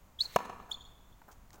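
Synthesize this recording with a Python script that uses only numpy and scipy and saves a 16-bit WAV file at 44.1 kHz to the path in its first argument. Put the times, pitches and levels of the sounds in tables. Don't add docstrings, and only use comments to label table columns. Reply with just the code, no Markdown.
import sys
import numpy as np
from scipy import signal
from scipy.fft import rfft, irfft, next_fast_len
from scipy.io import wavfile
from scipy.ndimage import map_coordinates

SR = 44100
rng = np.random.default_rng(int(sys.argv[2]) if len(sys.argv) > 2 else 0)


def master_out(mix):
    frames = np.transpose(np.atleast_2d(mix))
    ceiling = np.clip(frames, -1, 1)
    pcm = np.round(ceiling * 32767).astype(np.int16)
    wavfile.write(sys.argv[1], SR, pcm)


N = 70560


def amp(db):
    return 10 ** (np.asarray(db) / 20)


def unit(x):
    return x / np.sqrt(np.mean(x ** 2) + 1e-20)


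def along(points, hz):
    f, v = np.transpose(points)
    return np.interp(np.log(hz + 1), np.log(f + 1), v)


def since(s):
    return np.maximum(np.arange(N) / SR - s, 0)


def envelope(start, attack, t60, hold=0):
    t = since(start)
    return (1 - np.exp(-t / attack)) * 10 ** (-3 * np.maximum(t - hold, 0) / t60)


def wobble(rate):
    return map_coordinates(rng.standard_normal(4096), [np.arange(N) * rate / SR], mode="wrap")


def filtered(x, response):
    size = next_fast_len(2 * N)
    return irfft(rfft(x, size) * response(np.fft.rfftfreq(size, 1 / SR)), size)[:N]


def eq(x, curve):
    return filtered(x, lambda hz: amp(along(curve, hz)))


def low_cut(x, corner_hz):
    return filtered(x, lambda hz: 1j * hz / (corner_hz + 1j * hz))


def noise(colour):
    return unit(eq(rng.standard_normal(N), colour))


def air():
    # frequency in Hz, relative level in dB.
    bed_colour = [(20, -3), (100, -9.5), (200, -12.5), (400, -22), (700, -19.5), (1100, -20.5), (1700, -28),
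                  (2500, -31), (5200, -37), (6800, -32), (9000, -39.5), (13000, -37), (16000, -32.5)]
    wind_colour = [(20, -3), (40, 0), (75, -4.5), (130, -12), (300, -47), (1000, -86.5)]
    puff_s, puff_width_s, puff_db, sway_db = 0.789, 0.041, 8, 3.2
    puff = np.exp(-((since(0) - puff_s) / puff_width_s) ** 2)
    gusts = amp(sway_db * wobble(22) + puff_db * puff)
    return amp(-61.5) * noise(bed_colour) + amp(-62.5) * gusts * noise(wind_colour)


def tail(x):
    # frequency in Hz, gain in dB.
    colour = [(100, -15), (200, 5.5), (300, 3.5), (500, -0.5), (1100, 0), (2200, 6), (4000, -6),
              (7000, 1.5), (14000, -7)]
    # frequency in Hz, t60 in seconds.
    decay_times = [(150, 1.1), (600, 1.36), (1100, 1.345), (2200, 0.97), (3500, 1), (7000, 0.91),
                   (14000, 0.81)]
    hz, t, bands = signal.stft(rng.standard_normal(N), SR, nperseg=256)
    fade = amp(-60 * t / along(decay_times, hz)[:, None])
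    wash = signal.istft(bands * fade, SR, nperseg=256)[1][:N]
    wash *= 1 - np.exp(-since(0) / .028)
    response = eq(wash / np.linalg.norm(wash), colour)
    return amp(-15.5) * signal.fftconvolve(x, response)[:N]


def wall_echoes(racket, push, landing):
    # delay in seconds, treble edge in Hz,
    # then sends in dB for the racket, the push-off and the landing.
    reflections = [(0.0259, 9000, -19.5, -34, -14.5), (.0415, 3000, -19, -29, -34),
                   (0.07, 1500, -31, -40, -40), (.0915, 9000, -24, -36, -18.5),
                   (0.1349, 4000, -20, -33, -20.5), (.1405, 1300, -29, -23, -30),
                   (.168, 1800, -25, -34, -26), (.2, 1300, -34, -42, -38), (.238, 1800, -26, -33, -41),
                   (.41, 2000, -35.5, -44, -30.5)]
    out = np.zeros(N)
    for column, source in enumerate((racket, push, landing)):
        response = np.zeros(N)
        for delay, edge_hz, *sends_db in reflections:
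            wall = rng.standard_normal(N) * envelope(delay, 0.00059, t60=.03)
            wall *= amp(-1.5) / np.linalg.norm(wall)
            wall[round(delay * SR)] += 1
            treble_cut = signal.butter(1, min(edge_hz, SR / 3), fs=SR)
            response += amp(sends_db[column]) * signal.lfilter(*treble_cut, wall)
        out += signal.fftconvolve(source, low_cut(response, 250))[:N]
    return out


def taps():
    # start in seconds, level in dB, resonance in Hz, t60 in seconds, treble edge in Hz.
    knocks = [(1.2169, -47.5, 921, 0.023, 2170), (1.505, -46, 1820, 0.009, 9100)]
    out = np.zeros(N)
    for start, db, hz, t60, edge_hz in knocks:
        colour = [(hz / 2, -10), (hz, 0), (edge_hz, -10), (edge_hz * 2, -32)]
        click = noise(colour) * envelope(start, 0.00024, t60)
        ring = np.sin(2 * np.pi * hz * since(start)) * envelope(start, 0.00069, t60)
        out += amp(db) * (amp(-2.5) * click + amp(1.5) * ring)
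    return out


def scuffs():
    # start in seconds, level in dB, attack and t60 in seconds.
    drags = [(0.19, -48, 0.012, 0.42), (0.232, -45, 0.0019, 0.087), (.32, -48.5, 0.024, 0.22),
             (.386, -58, 0.0022, 0.029), (0.45, -52.5, 0.0018, 0.0526), (0.702, -49.5, .01, 0.14),
             (1.312, -51, 0.0041, 0.08), (1.53, -49.5, 0.00039, 0.027), (1.538, -52, .001, 0.055),
             (1.557, -60.5, .0005, 0.04)]
    # frequency in Hz, relative level in dB.
    colour = [(300, -12.5), (1500, -5), (2500, -3.5), (4000, -5), (6500, 4), (9000, -5.5), (12500, -12),
              (15500, -1.5)]
    grains_per_s, grain_energy_share = 800, .35
    out = np.zeros(N)
    for start, db, attack, t60 in drags:
        grains = unit((rng.random(N) < grains_per_s / SR) * rng.standard_normal(N))
        hiss = rng.standard_normal(N)
        grit = np.sqrt(grain_energy_share) * grains + np.sqrt(1 - grain_energy_share) * hiss
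        out += amp(db) * unit(eq(grit, colour)) * envelope(start, attack, t60)
    return out


def footsteps():
    # start in seconds, slap and thud levels in dB, attack and t60 in seconds.
    footfalls = [(0.244, -51, -52, 0.006, 0.11), (0.688, -48.5, -67, 0.0063, 0.18),
                 (1.281, -50.5, -61, 0.00045, 0.19), (1.531, -53.5, -59, 0.007, 0.21),
                 (1.579, -56.5, -60.5, 0.0024, 0.18)]
    # frequency in Hz, relative level in dB.
    slap_colour = [(100, -43), (450, -10), (850, 2), (1200, -6.5), (1550, -5), (2000, -27), (5000, -33),
                   (11000, -31.5), (15500, -19.5)]
    thud_colour = [(40, -12), (160, -5), (400, 0.5), (900, -31.5), (3000, -46.5)]
    out = np.zeros(N)
    for start, slap_db, thud_db, attack, t60 in footfalls:
        impact = amp(slap_db) * noise(slap_colour) + amp(thud_db) * noise(thud_colour)
        out += impact * envelope(start, attack, t60)
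    return out


def swish():
    # frequency in Hz, relative level in dB.
    colour = [(150, -11), (400, -3.5), (900, -4.5), (2000, -0.5), (3200, -5.5), (6000, -15.5),
              (10000, -17.5), (15000, -9.5)]
    peak_s, width_s = 0.344, 0.083
    return amp(-56) * noise(colour) * np.exp(-((since(0) - peak_s) / width_s) ** 2)


def squeak(curve, overtones_db):
    pitch_jitter, flutter_db, slips_per_s = .022, 2.5, 700
    rasp_db, rasp_changes_per_s = -17, 1000
    times, hz, db = np.transpose(curve)
    t = since(0)
    level_db = np.interp(t, times, db) + flutter_db * wobble(slips_per_s)
    grip = np.sqrt(amp(level_db - db.max()))
    pitch = np.interp(t, times, hz) * (1 + pitch_jitter * wobble(slips_per_s))
    phase = 2 * np.pi * np.cumsum(pitch) / SR
    tone = np.sin(phase)
    for k, overtone_db in enumerate(overtones_db, 2):
        tone += amp(overtone_db) * grip ** (k - 1) * np.sin(k * phase)
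    rasp = wobble(rasp_changes_per_s) * np.sin(phase) + wobble(rasp_changes_per_s) * np.cos(phase)
    gate = (t > times[0]) * (t < times[-1])
    return np.sqrt(2) * (tone + amp(rasp_db) * rasp) * amp(level_db) * gate


def shoe_squeaks():
    # time in seconds, pitch in Hz, level in dB.
    push = [(.187, 3380, -66), (.192, 3350, -38), (.198, 3280, -49), (.203, 3650, -36), (.21, 4130, -23),
            (.218, 4320, -32), (.2245, 4580, -33), (.228, 4280, -51), (.247, 4320, -53), (.253, 4310, -44),
            (.262, 4340, -40), (.268, 4320, -58)]
    landing = [(.711, 3150, -62), (.715, 3220, -38), (.718, 3350, -32), (.723, 3520, -36),
               (.728, 3560, -57)]
    slide = [(0.727, 4296, -51), (0.727, 4264, -43), (0.735, 4280, -48.5), (0.742, 4180, -60)]
    overtones = [(-26.5, -33), (-12.5, -26.5), (-24, -36)]
    return [squeak(curve, bite) for curve, bite in zip((push, landing, slide), overtones)]


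def stroke():
    # frequency in Hz, relative level in dB, t60 in seconds.
    modes = [(213.5, -13.5, 0.016), (554, -0.5, 0.0054), (729, -3, 0.014), (976.4, -14, 0.027),
             (1080, -6, 0.011), (1242, -12, 0.011), (1716, -17.5, 0.012), (2250, -23.5, 0.014),
             (2490, -43, .02), (2810, -21, 0.0094), (3510, -32.5, 0.014), (4280, -38.5, 0.013),
             (5360, -32, 0.017), (6360, -30, .015), (6740, -30.5, 0.012)]
    # frequency in Hz, relative level in dB.
    felt_colour = [(200, 5.5), (1200, -4), (2500, 0), (4000, -5), (5200, -13), (6800, -5.5), (9000, -17),
                   (12000, -22.5), (15500, -13)]
    touch_s, contact_s, launch_s = .36, 0.0016, .3616
    swell_s = 0.0022
    ground_delay_s, low_cut_hz = .0018, 45

    def pop(delay):
        start = launch_s + delay
        ring = sum(amp(db) * np.sin(2 * np.pi * hz * since(start)) * envelope(start, swell_s, t60)
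                   for hz, db, t60 in modes)
        dent = np.sin(np.pi * np.minimum(since(touch_s + delay) / contact_s, 1))
        return amp(1.5) * ring - amp(-21.5) * dent

    brush = amp(-29) * noise(felt_colour) * envelope(touch_s, .0004, t60=.013, hold=0.0035)
    tick = amp(-31.5) * rng.standard_normal(N) * envelope(touch_s, .0001, t60=.002, hold=0.00085)
    hit = pop(0) + brush + tick
    ground = amp(-2) * pop(ground_delay_s)
    return low_cut(hit, low_cut_hz), low_cut(ground, low_cut_hz)


def scene():
    # frequency in Hz, gain in dB.
    send_eq = [(100, -4), (170, 0), (220, -3), (300, 0), (500, -2), (720, -8), (900, -0.5), (1130, 4),
               (1400, -3.5), (1800, 1), (2400, 2.5), (6000, -0.5), (14000, 1.5)]
    hit, ground = stroke()
    push, landing, slide = shoe_squeaks()
    foley = footsteps() + scuffs() + taps() + swish()
    hit_send = eq(hit, send_eq)
    landing_send = landing + amp(-1.5) * slide
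    walls = wall_echoes(hit_send, push, landing_send)
    reverb = tail(hit_send + foley + amp(-5) * push + amp(2) * landing_send)
    return (hit + ground + push + landing + slide + foley + walls + reverb + air())[None]


def record(dry):
    top_hz = 16050
    return filtered(dry[0], lambda hz: hz < top_hz)[None]


dry = scene()
out = record(dry)
master_out(out)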